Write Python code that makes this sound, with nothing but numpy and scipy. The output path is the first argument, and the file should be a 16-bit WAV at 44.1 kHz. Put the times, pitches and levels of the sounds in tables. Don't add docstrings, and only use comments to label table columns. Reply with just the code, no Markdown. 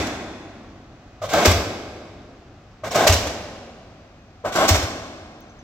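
import sys
import numpy as np
from scipy import signal
from scipy.fft import irfft, next_fast_len
from scipy.io import wavfile
from scipy.ndimage import uniform_filter1d

SR = 44100
rng = np.random.default_rng(int(sys.argv[2]) if len(sys.argv) > 2 else 0)


def decibels_to_gain(level_db):
    exponent = np.asarray(level_db, float) / 20
    return 10 ** exponent


def bounce(signal):
    frames = np.transpose(np.atleast_2d(signal))
    limited = np.clip(frames, -1, 1)
    pcm = np.round(limited * 32767).astype(np.int16)
    wavfile.write(sys.argv[1], SR, pcm)


N = 248283

STROKE_S, EARLIER_DB = 1.601, 1.6
LEAD_S = 0.5

# frequency in Hz, level in dB per Hz.
HUM_COLOUR = [(18, -30), (30, 3.5), (112, -2.5), (354, -12.5), (437, -16), (486, -15.5), (740, -9.5),
              (889, -19), (1190, -16.5), (2350, -24), (6210, -31.5), (8080, -43), (9210, -58), (12600, -54),
              (16000, -57)]
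# frequency in Hz, level in dB rms.
GENERATOR_LINES = [(50, -65.5), (100, -57.5), (201, -64.5), (251, -66), (302, -68), (652, -69.5),
                   (2500, -74.5), (2720, -80)]
# start in seconds, length in seconds, from Hz, to
# Hz, level in dB.
BIRD_WHISTLES = [(2.58, 0.02, 6150, 6200, -76.5), (2.634, .014, 5200, 5030, -79),
                 (2.71, .032, 5400, 5050, -69), (2.75, 0.013, 4670, 4550, -70),
                 (2.764, .026, 4400, 4050, -71), (2.794, .025, 3850, 3600, -73)]
# start in seconds, level in dB, frequency in Hz, t60 in seconds.
METAL_PINGS = [
    (2.908, -30, 5500, 0.054),
    (5.4141, -52.5, 6180, 0.081),
    (5.4949, -50.5, 6140, 0.092),
    (5.5902, -49, 6120, 0.098),
]
# time in seconds, level in dB, frequency in Hz.
CLOSE_TICK = (5.4068, -35, 15000)

# frequency in Hz, t60 of the near piles in seconds,
# t60 of the far site in seconds, share of the far site in dB, level in dB.
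SITE_SCATTER = [(60, .5, 1.7, -11, -1.5), (212.5, 1, 3, 1, 0.5), (450, 1, 2.36, -2.5, -4),
                (676, 0.94, 2.22, -4, -4.5), (850, 0.74, 2.08, -4, -4), (1500, 0.89, 1.9, -5, -3.5),
                (4000, 0.56, 1.58, -6.5, 0.5), (8000, 0.64, 1.27, -7.5, -5), (11000, 0.49, 1.3, -11, -3.5),
                (15000, 0.49, 0.76, -12.5, -7.5)]
# frequency in Hz, likeness from 0 to 1.
DIRECT_LIKENESS = [(60, 1.), (500, 0.97), (1100, 0.95), (2000, 0.6), (2800, .42), (4000, 0.3), (8000, 0.4),
                   (15000, 0.4)]
# frequency in Hz, likeness from 0 to 1.
FAR_LIKENESS = [(60, 0.995), (180, 0.99), (550, 0.94), (1380, .68), (2070, 0.33), (2800, .15), (4970, 0.1),
                (15000, 0.1)]

# start in seconds, pipe level in dB, upper tones relative to the pipe in dB.
AIR_EVENTS = [
    (1.209, -26, -2),
    (1.28, -30, 5),
    (1.329, -7.5, -12),
    (2.829, -18.5, -9),
    (2.901, -21.5, -7),
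    (2.939, -9, -4.5),
    (4.438, -17.5, -3.5),
    (4.512, -25.5, 4.5),
    (4.546, -10.5, -0.5),
]
# hiss in dB, rumble relative to the pipe in dB,
# rise in seconds, hold in seconds, t60 in seconds.
AIR_SHAPES = [(-35.5, -26.5, 0.014, 0.034, .11), (-30, -23.5, .012, 0.039, .125),
              (-24.5, -21, 0.013, 0.096, .1)]
# resonance in Hz, width in Hz, level in dB.
PIPE_MODES = [(686, 210, -0.5), (1067, 24, 1), (1560, 110, -9), (2100, 46, -14.5), (3600, 57, -18)]
# resonance in Hz, width in Hz, level in dB.
UPPER_MODES = [(756, 350, 0.5), (1060, 170, 4.5), (1320, 300, -6), (1520, 260, 0.5), (2100, 400, -14)]
# resonance in Hz, width in Hz, level in dB.
RUMBLE_MODES = [(189, 110, -1.5), (323, 280, 2)]
# frequency in Hz, level in dB per Hz.
PIPE_COLOUR = [(35, -40.5), (60, -11), (145, -14), (266, -9), (449, -5), (613, -2.5), (865, -14),
               (1120, -11), (3000, -20.5), (3900, -44), (6600, -120)]
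# frequency in Hz, level in dB per Hz.
HISS_COLOUR = [(1290, -27), (2200, 1.5), (2530, -5.5), (3570, -2), (4460, -7), (5900, -5), (8070, -10.5),
               (9510, -26.5), (11700, -17.5), (14600, -24), (15700, -27)]
# start in seconds, level in dB, frequency in Hz.
CYLINDER_KNOCKS = [(1.217, -19, 630), (1.227, -19, 614), (1.235, -20, 638), (1.241, -17.5, 562),
                   (1.315, -21, 733), (1.338, -7.5, 663), (1.362, -13, 594), (1.381, -8.5, 618),
                   (1.408, -16.5, 680), (1.428, -14, 637), (1.452, -6, 632), (1.463, -17, 547),
                   (2.835, -18, 626), (2.884, -25, 644), (2.923, -28, 560), (2.955, -10, 629),
                   (2.972, -8, 653), (3.015, -17, 620), (3.051, -14, 668), (3.065, -6.5, 574),
                   (3.087, -15, 765), (4.439, -25.5, 493), (4.446, -15, 606), (4.458, -17, 640),
                   (4.56, -16, 637), (4.58, -14, 604), (4.615, -9, 694), (4.627, -7, 646),
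                   (4.681, -17, 582), (4.713, -18, 630)]
# level in dB, one per stroke.
PORT_PUFF_DB = [-34.5, -38, -38.5]

# start in seconds, level in dB.
PILE_THUMPS = [
    (1.4701, 5.1),
    (3.0896, 4.8),
    (4.7034, 4.6),
]
# frequency in Hz, level in dB, t60 in seconds.
GROUND_MODES = [(67.7, -5.6, .169), (84.1, 0, .164)]
# delay in seconds, level in dB.
GROUND_RETURNS = [(.0411, -10.2), (.0828, -15.3)]

# start in seconds, level in dB, top band level in dB.
METAL_CRACKS = [
    (1.3327, -17, -34),
    (1.4555, -7, -22.5),
    (2.914, -25, -50),
    (2.9553, -16, -35.5),
    (3.0747, -5, -24.5),
    (4.555, -22, -42.5),
    (4.687, -7, -25),
]
# rise in seconds, hold in seconds, t60 in seconds.
CRACK_ENVELOPE = (0.0021, 0.004, .04)
# frequency in Hz, level in dB per Hz.
SNAP_COLOUR = [(900, -29.5), (1500, -4.5), (7000, -0.5), (9500, -18), (16000, -27.5)]
# frequency in Hz, level in dB per Hz.
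SNAP_TOP_COLOUR = [(9500, -28.0), (11500, 1.5), (15800, 0.5)]

# start in seconds, clang in dB, fizz in dB.
RAM_BLOWS = [(1.325, -13, -32), (1.4456, -7, -15.5), (1.4568, -4.5, -23), (1.504, -14, -22.5),
             (2.943, -19, -28), (3.064, -9, -16.5), (3.071, -4.5, -16.5), (3.121, -14, -18.5),
             (4.549, -26, -28), (4.676, -20, -15.5), (4.69, -6, -22.5), (4.742, -11, -22.5)]
# rise in seconds, hold in seconds, t60 in seconds.
BLOW_SHAPES = [(.01, .006, .18), (0.01, 0.0078, 0.2), (0.0048, 0.0031, 0.15), (0.0072, 0.015, .07)]
# start in seconds, clang in dB, fizz in dB.
LEAD_RATTLES = [
    (0.0657, -37, -32),
    (3.266, -19.5, -30),
    (4.824, -19.5, -29),
]
# rise in seconds, hold in seconds, t60 in seconds.
RATTLE_ENVELOPE = (0.0068, 0.0053, 0.055)
# resonance in Hz, width in Hz, level in dB.
ANVIL_MODES = [(626, 67, 2), (726, 260, -4.5), (1123, 90, -6), (1567, 69, -5.5), (2190, 180, -6.5)]
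# frequency in Hz, level in dB per Hz.
ANVIL_COLOUR = [(88, -39.5), (150, -11.5), (314, -0.5), (639, -4), (2240, -8), (3150, -21), (3500, -9),
                (4550, -29), (7700, -120)]
# frequency in Hz, level in dB per Hz.
FIZZ_COLOUR = [(1290, -32.5), (2200, -11), (2390, -7.5), (2470, -3.5), (2930, -5), (4730, -4.5),
               (5660, -0.5), (7930, -7), (9430, -20), (12600, -14.5), (15100, -24), (15700, -28)]

# frequency in Hz, left minus right in dB.
PORT_COLOUR = [(60, 0), (110, 1.5), (200, -1), (380, 1), (700, -0.5), (1290, 2.5), (2380, 1.5), (4400, -3),
               (8120, -4.5), (15000, 13)]
# time in seconds, lag of the left port in microseconds.
PORT_LAG = [(0, 47), (1.4, 45), (2.4, 16), (3.0, -16.5), (4.0, -77.5), (4.6, -110), (5.63, -135)]


def evened(x):
    return x / np.sqrt(np.mean(x ** 2) + 1e-20)


def read(points, hz, axis=1):
    rows = np.transpose(points)
    return np.interp(np.log(hz + 1), np.log(rows[0] + 1), rows[axis])


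def noise_pair(size, colour, same, modes=(), body_db=0.):
    hz = np.fft.rfftfreq(size, 1 / SR)
    a, b, c, d = rng.standard_normal((len(hz), 4)).T
    like = np.clip(read(same, hz), 0, 1)
    power = decibels_to_gain(2 * (read(colour, hz) + body_db))
    for mode_hz, width_hz, db in modes:
        power = power + decibels_to_gain(2 * db) / (1 + (2 * (hz - mode_hz) / width_hz) ** 2) ** 2
    left = a + 1j * b
    right = like * left + np.sqrt(1 - like ** 2) * (c + 1j * d)
    return evened(irfft([left, right] * np.sqrt(power), size))


def flutter(size, hz, db):
    span = int(SR / hz)
    wobble = uniform_filter1d(uniform_filter1d(rng.standard_normal(size), span), span)
    return decibels_to_gain(db * evened(wobble))


def bursts(rows, t, axis):
    power = np.zeros(len(t))
    for row in rows:
        rise, hold, t60 = np.maximum(row[3:], .001)
        u = t - row[0]
        fall_db = 60 * np.clip(u - rise - hold, 0, 2) / t60
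        power += np.clip(u / rise, 0, 1) ** 4 * decibels_to_gain(2 * (row[axis] - fall_db))
    return np.sqrt(power)


def staged(rows, stages):
    full = [(*row, *stages[k % len(stages)]) for k, row in enumerate(rows)]
    first = full[:len(stages)]
    earlier = [(s - STROKE_S, a + EARLIER_DB, b + EARLIER_DB, *rest) for s, a, b, *rest in first]
    return earlier + full


def add(mix, s, sound):
    mix[round(s * SR):][:len(sound)] += sound


def generator(t):
    out = decibels_to_gain(-47) * noise_pair(len(t), HUM_COLOUR, FAR_LIKENESS) * flutter(len(t), hz=4, db=0.84)
    for hz, db in GENERATOR_LINES:
        waver = flutter(len(t), hz=3.52, db=3.0)
        out += decibels_to_gain(db + 2.0) * waver * np.sin(2 * np.pi * (hz * t + rng.random()))
    return out


def bird(t):
    out = np.zeros(len(t))
    for s, length, from_hz, to_hz, db in BIRD_WHISTLES:
        hz = np.linspace(from_hz, to_hz, round(length * SR))
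        whistle = np.hanning(len(hz)) * np.sin(2 * np.pi * np.cumsum(hz) / SR)
        add(out, s - t[0], decibels_to_gain(db) * whistle)
    return out


def small_metal(t):
    out = np.zeros((2, len(t)))
    for s, db, hz, t60 in METAL_PINGS:
        u = np.clip(t - s, 0, 1)
        pair = np.sin(2 * np.pi * hz * u) + 0.6 * np.sin(2 * np.pi * (hz + 75) * u)
        out += decibels_to_gain(db - 60 * u / t60) * pair * np.minimum(u / 0.002, 1)
    tick_s, tick_db, tick_hz = CLOSE_TICK
    u = t - tick_s
    tick = np.exp(-(u / 0.000088) ** 2) * np.cos(2 * np.pi * tick_hz * u)
    return out + decibels_to_gain([[tick_db], [tick_db - 4]]) * tick


def site(x, size):
    shape = dict(fs=SR, nperseg=size, noverlap=size * 3 // 4)
    hz, t, z = signal.stft(x, **shape)
    near, far, share_db, level_db = (read(SITE_SCATTER, hz, axis=k)[:, None] for k in range(1, 5))
    slope = decibels_to_gain(-120 * t / near) / near + decibels_to_gain(2 * share_db - 120 * t / far) / far
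    slope = slope * (t > t[1])
    source = uniform_filter1d(abs(z) ** 2, size=3, axis=0)
    power = signal.fftconvolve(source, slope / slope.sum(1, keepdims=True), axes=1)[:, :len(t)]
    white = signal.stft(noise_pair(len(x), [(20, 0), (20000, 0)], FAR_LIKENESS), **shape)[2]
    paths = white / np.sqrt(np.mean(abs(white) ** 2))
    return signal.istft(paths * decibels_to_gain(level_db) * np.sqrt(abs(power)), **shape)[1][:, :len(x)]


def cylinder(t):
    low_end_db_per_s = 3.5
    rows = staged([(s, db, db + upper_db) for s, db, upper_db in AIR_EVENTS], AIR_SHAPES)
    tones = [(s, db, upper_db, *shape) for s, db, upper_db, _, _, *shape in rows]
    ends = [(s, hiss_db, db + low_db + low_end_db_per_s * s, *shape)
            for s, db, _, hiss_db, low_db, *shape in rows]

    pipe = noise_pair(len(t), PIPE_COLOUR, DIRECT_LIKENESS, PIPE_MODES, body_db=-1.5)
    pipe = pipe * flutter(len(t), hz=90, db=0.5)
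    upper = noise_pair(len(t), PIPE_COLOUR, DIRECT_LIKENESS, UPPER_MODES, body_db=-39.5)
    upper = upper * flutter(len(t), hz=118.3, db=0.5)
    rumble = noise_pair(len(t), PIPE_COLOUR, DIRECT_LIKENESS, RUMBLE_MODES, body_db=-40)
    hiss = noise_pair(len(t), HISS_COLOUR, DIRECT_LIKENESS) * flutter(len(t), hz=150, db=-0.5)

    column = bursts(tones, t, axis=1) * pipe + bursts(tones, t, axis=2) * upper
    column = column + bursts(ends, t, axis=2) * rumble
    return decibels_to_gain(-11.5) * column + decibels_to_gain(-3.0) * bursts(ends, t - .002, axis=1) * hiss


def knocks(t):
    out = np.zeros(len(t))
    u = np.arange(3000) / SR
    for s, db, hz in CYLINDER_KNOCKS:
        ring = np.sin(2 * np.pi * hz * u) + decibels_to_gain(-9.5) * np.sin(2 * np.pi * 1.95 * hz * u)
        soft_start = 1 - np.exp(-u / 0.0035)
        add(out, s - t[0], decibels_to_gain(db + 5.0 - 60 * u / 0.04) * soft_start * ring)
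    pops = AIR_EVENTS[::len(AIR_SHAPES)]
    for (s, *_), db in zip(pops, PORT_PUFF_DB):
        swell = np.sin(np.pi * u / u[-1]) ** 0.41
        add(out, s - t[0], -decibels_to_gain(db) * np.sin(2 * np.pi * 102.5 * u) * swell)
    return out


def thump(t):
    out = np.zeros(len(t))
    first_s, first_db = PILE_THUMPS[0]
    for s, db in [(first_s - STROKE_S, first_db), *PILE_THUMPS]:
        for delay, path_db in [(0.00077, 0.0091), *GROUND_RETURNS]:
            u = np.clip(t - s - delay, 0, 1)
            swell = (1 - np.exp(-u / .015)) ** 2
            for hz, mode_db, t60 in GROUND_MODES:
                out -= swell * decibels_to_gain(db + path_db + mode_db - 60 * u / t60) * np.sin(2 * np.pi * hz * u)
    return out


def cracks(t):
    rows = [(*row, *CRACK_ENVELOPE) for row in METAL_CRACKS]
    snap = noise_pair(len(t), SNAP_COLOUR, DIRECT_LIKENESS)
    top = noise_pair(len(t), SNAP_TOP_COLOUR, DIRECT_LIKENESS)
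    return decibels_to_gain(-8.0) * bursts(rows, t, axis=1) * snap + decibels_to_gain(2.0) * bursts(rows, t, axis=2) * top


def anvil(t):
    rows = staged(RAM_BLOWS, BLOW_SHAPES) + [(*row, *RATTLE_ENVELOPE) for row in LEAD_RATTLES]
    chatter = flutter(len(t), hz=463, db=2.0)
    clang = noise_pair(len(t), ANVIL_COLOUR, DIRECT_LIKENESS, ANVIL_MODES, body_db=-1.5)
    clang = decibels_to_gain(-9.5) * bursts(rows, t + 0.004, axis=1) * clang
    fizz = noise_pair(len(t), FIZZ_COLOUR, DIRECT_LIKENESS)
    fizz = decibels_to_gain(-2.5) * bursts(rows, t + 0.003, axis=2) * fizz
    return chatter * (clang + fizz)


def scene():
    lead = round(LEAD_S * SR)
    t = (np.arange(next_fast_len(N + lead, True)) - lead) / SR
    background = generator(t) + bird(t) + small_metal(t)
    hammer = cylinder(t) + knocks(t) + cracks(t) + anvil(t)
    ground = thump(t)
    scatter = site(hammer.mean(0), size=1024) + site(decibels_to_gain(-10.5) * ground, size=4096)
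    return (background + scatter + hammer + ground)[:, lead:lead + N]


def roll_off(x):
    return signal.sosfilt(signal.butter(12, 16140, fs=SR, output="sos"), x)


def record(dry):
    hz, t, z = signal.stft(dry, SR, nperseg=1024, noverlap=768)
    lag_s = np.interp(t, *np.transpose(PORT_LAG)) / 10 ** 6
    port = decibels_to_gain(read(PORT_COLOUR, hz) / 2)[:, None] * np.exp(-1j * np.pi * np.outer(hz, lag_s))
    rumble_cut = 1 / (1 + (36 / (hz[:, None] + 1)) ** 6)
    below_edge = (hz < 15950)[:, None]
    heard = z * [port, 1 / port] * rumble_cut * below_edge
    both = signal.istft(heard, SR, nperseg=1024, noverlap=768)[1][:, :N]
    limited = both / (1 + abs(both / .84) ** 8) ** (1 / 8)
    return roll_off(limited)


dry = scene()
out = record(dry)
bounce(out)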